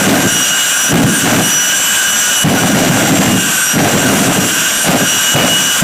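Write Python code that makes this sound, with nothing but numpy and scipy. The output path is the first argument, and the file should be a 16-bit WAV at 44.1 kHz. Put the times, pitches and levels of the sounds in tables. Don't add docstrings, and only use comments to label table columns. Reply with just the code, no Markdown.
import sys
import numpy as np
from scipy import signal
from scipy.fft import rfft, irfft, next_fast_len
from scipy.io import wavfile
from scipy.ndimage import uniform_filter1d, minimum_filter1d, map_coordinates

SR = 44100
rng = np.random.default_rng(int(sys.argv[2]) if len(sys.argv) > 2 else 0)


def generate_wav(sig):
    pcm = np.round(np.clip(np.atleast_2d(sig).T, -1, 1) * 32767).astype(np.int16)
    wavfile.write(sys.argv[1], SR, pcm)


def volts_from_db(level):
    exponent = np.asarray(level, float) / 20
    return 10 ** exponent


N = 257103

# pitch_hz, level_db [dB per Hz]
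INTAKE_HISS = [(500, -37), (850, -13.5), (1560, -4), (2110, -13), (2750, -5), (2860, -13.5), (3070, -5.5),
               (4370, -16.5), (5500, -13.5), (5700, -8), (6590, -7), (7810, -7.5), (9720, -20.5),
               (10800, -19.5), (15400, -20)]
# pitch_hz, level_db [dB per Hz]
IDLE_EXHAUST = [(12, -49), (20, -11), (108, -13.5), (136, -16), (188, 2), (511, -7.5), (622, -0.5),
                (921, -9), (1000, -26), (1300, -31), (2200, -120)]
# start_s, blade_rate_hz
SPOOL = [(0, 2920), (.18, 2903), (.5, 2895), (.85, 2930), (1.0, 2916), (1.2, 2928), (1.37, 2927),
         (1.8, 2950), (2.42, 2944), (3.32, 2853), (3.74, 2880), (4.1, 2876), (4.5, 2855), (4.8, 2894),
         (4.95, 2888), (5.35, 2917), (5.46, 2908), (5.83, 2940)]
# shaft_order, width_hz, level_db
HIGH_HOWL = [(6.2, 45, -4.5), (6.45, 45, 3), (6.72, 45, -1.5)]
# centre_s, half_length_s, low_band_db, high_band_db
GUSTS = [
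    (1.678, .07, 8.5, -1),
    (0.759, 0.036, 5, 7),
    (1.14, 0.027, 0, 7),
    (2.0, 0.12, 2, 3),
    (2.27, 0.058, 7.5, -3),
    (2.583, 0.042, 15, 0),
    (3.04, 0.059, 8.5, 1),
    (3.581, 0.067, 4.5, 4),
    (4.054, 0.041, 6, 9),
    (4.622, 0.098, 2, 2),
]
# shaft_order, level_db, share of the ducking
STRONG_TONES = [(12, -24.5, 0.55), (24, -24.5, 1), (31, -25, 0.54), (36, -27.5, 0.77)]
# shaft_order, level_db
WEAK_TONES = [(33, -38), (38, -50), (43, -35), (45, -46), (46, -50), (48, -36), (55, -45), (57, -53),
              (60, -51)]
# centre_s, shaft_order, half_length_s, gain_db
TONE_SWELLS = [(.54, 12, 0.22, 7.5), (1.894, 12, 0.43, 5.5), (2.4, 12, 0.096, 7), (3.36, 12, 0.09, 8),
               (4.694, 12, 0.19, 2), (5.244, 12, 0.19, 10), (5.577, 12, 0.17, 9.5),
               (0.403, 24, 0.086, 10.5), (0.866, 24, 0.054, 7.5), (1.58, 24, 0.13, 11),
               (1.302, 24, 0.083, 5), (2.3, 24, 0.22, 5.5), (2.667, 24, 0.14, 5), (3.67, 24, 0.042, 5.5),
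               (5.168, 24, .15, 4.5), (5.627, 24, 0.091, 4), (.66, 31, 0.18, 4), (1.2, 31, .06, -3),
               (1.483, 31, .05, -3), (1.9, 31, .15, 8), (2.24, 31, 0.14, 7.5), (3.2, 31, .1, 8),
               (5.3, 31, 0.045, 1), (1.163, 36, 0.055, 7.5), (1.467, 36, 0.057, 9), (1.899, 36, 0.099, 1),
               (2.38, 36, .07, 4), (3.607, 36, 0.1, 6.5), (4.2, 36, .12, 5), (4.804, 36, .06, 6)]
# start_s, rise_s, fuel_flow_s, boom_db, rasp_db
BURNS = [
    (-.01, 0.024, 0.23, -9.5, -16.5),
    (.885, 0.039, 0.16, -8.5, -19),
    (1.21, 0.075, .13, -10, -13.5),
    (2.425, 0.022, .88, -7.5, -15.5),
    (3.7, 0.082, 0.68, -9, -17.5),
    (4.805, 0.087, 0.15, -10.5, -14),
    (5.33, .035, .12, -10.5, -14),
    (5.8, .025, .1, -15, -18),
]
# start_s, thump_db, pipe_hz
LIGHT_UPS = [
    (.931, 0, 179),
    (1.233, -11, 201.8),
    (2.444, 2.5, 147),
    (3.758, -11, 169),
    (4.86, -17, 199),
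    (5.349, -5.5, 148.6),
    (5.817, -3, 169.4),
]
# start_s, thump_db, pipe_hz
POPS = [(.12, -7, 200), (.985, -2, 260), (1.04, 3.5, 185), (1.32, -0.5, 201), (2.52, -20, 194.7),
        (2.731, -1, 202.6), (2.896, 3.5, 213), (3.19, 3, 199), (3.809, -6, 202), (4.19, -5, 213),
        (4.946, 2.5, 268), (5.42, -13, 260)]
# pitch_hz, level_db [dB per Hz]
BOOM = [(12, -50), (25, -40), (60, -48), (85, -14), (115, -3.5), (140, -5.5), (165, -0.5), (190, 0.5),
        (230, -2.5), (275, 0.5), (310, -3.5), (340, -7), (480, -13), (620, -36), (1060, -120)]
# pitch_hz, level_db [dB per Hz]
RASP = [(350, -18), (480, -2.5), (620, 1), (760, 0), (900, -8), (1300, -7.5), (2500, -10.5), (4500, -19),
        (9000, -26)]
# pitch_hz, level_db
CAPSULE = [(8300, 0), (9000, 1.5), (9450, -6.5), (9900, 1), (10600, 2.5), (14000, 0.5), (15000, 1)]
# pitch_hz, level_db
MASKING = [(8500, -60), (9000, -23), (9800, -23), (10200, -27), (12000, -22), (13000, -17), (15000, -14)]

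BOOM_IDLE_DB, RASP_IDLE_DB = -34, -34
BOOM_FALL_DB_PER_S, RASP_FALL_DB_PER_S = 78, 140


def unit(x):
    return x / np.sqrt(np.mean(x ** 2) + 1e-20)


def wobble(rate):
    coarse = np.arange(0, N + 16, 16)
    knots = rng.standard_normal(int(N * rate / SR) + 4)
    return np.interp(np.arange(N), coarse, map_coordinates(knots, [coarse * rate / SR]))


def swell(s, half_s):
    return np.exp(-((np.arange(N) / SR - s) / half_s) ** 2)


def coloured(x, points):
    m = next_fast_len(N + 8192)
    hz, db = np.transpose(points)
    log_hz = np.log(np.fft.rfftfreq(m, 1 / SR) + 1)
    gain = volts_from_db(np.interp(log_hz, np.log(hz + 1), db))
    return irfft(rfft(x, m) * gain, m)[..., :N]


def rush(points, patchy_db):
    z = signal.stft(rng.standard_normal(N + 512), nperseg=512)[2]
    field = uniform_filter1d(rng.standard_normal(z.shape), size=8, axis=0)
    field = uniform_filter1d(field, size=12, axis=1)
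    patchy = signal.istft(z * volts_from_db(patchy_db * unit(field)), nperseg=512)[1][:N]
    return unit(coloured(patchy, points))


def flame_db(column, fall_db_per_s, idle_db):
    rise_db, sag_db_per_s = 24, 1.5
    rows = np.array(BURNS)[:, :, None]
    age = np.arange(N) / SR - rows[:, 0]
    rise, flow = rows[:, 1], rows[:, 2]
    climb = rise_db * np.minimum(age / rise - 1, 0)
    sag = sag_db_per_s * np.clip(age, 0, flow)
    fall = fall_db_per_s * np.maximum(age - flow, 0)
    level = rows[:, column] + climb - sag - fall
    return 10 * np.log10(np.sum(volts_from_db(2 * level), axis=0) + volts_from_db(2 * idle_db))


def ducking():
    duck_db, thump_duck_db = 2.5, 8
    ahead_s, recover_s = 0.007, 0.045
    t = np.arange(N) / SR
    boom_db = flame_db(column=3, fall_db_per_s=BOOM_FALL_DB_PER_S, idle_db=BOOM_IDLE_DB)
    thumps = np.zeros(N)
    for s, db, _ in LIGHT_UPS:
        thumps += volts_from_db(db) * (t > s - ahead_s) * np.exp(-np.maximum(t - s, 0) / recover_s)
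    under_roar = duck_db * np.tanh(0.99 * volts_from_db(boom_db - boom_db.max()))
    return -under_roar - thump_duck_db * uniform_filter1d(thumps, size=80)


def shaft_angle():
    blades = 12
    start_s, blade_rate_hz = np.transpose(SPOOL)
    blade_rate = np.interp(np.arange(N) / SR, start_s, blade_rate_hz)
    speed = uniform_filter1d(blade_rate, size=3000) / blades * (1 + 0.000573 * wobble(25))
    return 2 * np.pi * np.cumsum(speed) / SR


def intake_hiss(air_db):
    return volts_from_db(air_db + 9.0 + 0.65 * wobble(30)) * rush(INTAKE_HISS, patchy_db=0.73)


def idle_exhaust(air_db):
    return volts_from_db(air_db - 8.5) * rush(IDLE_EXHAUST, patchy_db=3.0)


def howl(angle, duck_db):
    low_db = -28 + 0.4 * duck_db + sum(low * swell(s, half) for s, half, low, _ in GUSTS)
    high_db = -22 + 0.36 * duck_db + sum(high * swell(s, half) for s, half, _, high in GUSTS)
    loose_angle = angle + np.cumsum(0.007 * wobble(12)) * np.mean(np.diff(angle))

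    def band(order, width_hz):
        in_phase = wobble(width_hz) * np.sin(order * loose_angle)
        return in_phase + wobble(width_hz) * np.cos(order * loose_angle)

    high = unit(sum(volts_from_db(db + 1.5 * wobble(11)) * band(order, width) for order, width, db in HIGH_HOWL))
    return volts_from_db(low_db) * unit(band(5.94, 30)) + volts_from_db(high_db) * high


def whistle(angle, duck_db):
    def tone(order, db):
        flicker = volts_from_db(db + 2.16 * wobble(35))
        return flicker * np.sqrt(2) * np.sin(order * angle + 0.5 * wobble(45))

    def focus(order):
        return sum(db * swell(s, half) for s, k, half, db in TONE_SWELLS if round(k) == order)

    total = np.zeros(N)
    for k, db, share in STRONG_TONES:
        order = round(k)
        total += tone(order, db + share * duck_db + focus(order) + 0.88 * wobble(9))
    weak_focus = 0.7 * focus(36)
    for order, db in WEAK_TONES:
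        total += tone(order, db + 2.5 + 1.2 * duck_db + weak_focus + 2.5 * wobble(8))
    return total


def afterburner():
    light_t60_s, pop_t60_s = 0.12, 0.1
    boom_db = flame_db(column=3, fall_db_per_s=BOOM_FALL_DB_PER_S, idle_db=BOOM_IDLE_DB)
    rasp_db = flame_db(column=4, fall_db_per_s=RASP_FALL_DB_PER_S, idle_db=RASP_IDLE_DB)
    lumps = wobble(40) * np.tanh(1.9 * volts_from_db(rasp_db - rasp_db.max() + 4.5) + 0.15)
    boom = unit(volts_from_db(4.1 * lumps) * rush(BOOM, patchy_db=0.5))
    shocks = rng.standard_normal(N) * volts_from_db(2.2 * lumps + 3.1 * wobble(300))
    rasp = unit(coloured(shocks, RASP))
    flame = volts_from_db(boom_db + 1.0) * boom + volts_from_db(rasp_db + 6.0) * rasp

    t = np.arange(SR // 4) / SR
    rings = [(*row, light_t60_s) for row in LIGHT_UPS] + [(*row, pop_t60_s) for row in POPS]
    for s, db, hz, t60 in rings:
        phase = 2 * np.pi * hz * t + 1.76 * wobble(53.0)[:len(t)]
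        ring = volts_from_db(db + 3.5 - 60 * t / t60) * np.sin(phase) * np.tanh(t / 0.004)
        start = round(s * SR)
        flame[start:][:len(t)] += ring[:N - start]
    return flame


def scene():
    angle, duck_db = shaft_angle(), ducking()
    air_db = -22.5 + duck_db + 0.8 * wobble(3.65)
    turbine = intake_hiss(air_db) + idle_exhaust(air_db) + howl(angle, duck_db) + whistle(angle, duck_db)
    return np.tile(turbine + afterburner(), (2, 1))


def limiter(mono):
    need = np.minimum(1, 0.89 / (np.abs(mono) + 1e-6))
    gain = uniform_filter1d(minimum_filter1d(need, size=440), size=120) ** 0.57
    ducked = gain * mono
    return ducked / (1 + np.abs(ducked / 0.64) ** 4) ** (1 / 4)


def lose_masked_treble(x):
    hz, _, z = signal.stft(x, SR, nperseg=1024)
    power = np.abs(z) ** 2
    steady = uniform_filter1d(power, size=3, axis=1)
    cell = uniform_filter1d(uniform_filter1d(power, size=4, axis=0), size=3, axis=1)
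    strongest = -minimum_filter1d(-steady, size=70, axis=0)
    margin = volts_from_db(2 * np.interp(hz, *np.transpose(MASKING)))
    kept = cell > strongest * margin[:, None]
    return signal.istft(z * kept, SR, nperseg=1024)[1][:N]


def top_cut(x):
    return signal.sosfilt(signal.butter(12, 15700, fs=SR, output="sos"), x)


def record(dry):
    heard = coloured(limiter(dry[0]), CAPSULE)
    low_pass = signal.ellip(12, 0.5, 80, 15290, fs=SR, output="sos")
    mono = lose_masked_treble(signal.sosfilt(low_pass, heard))
    return top_cut(np.tile(mono, (2, 1)))


dry = scene()
out = record(dry)
generate_wav(out)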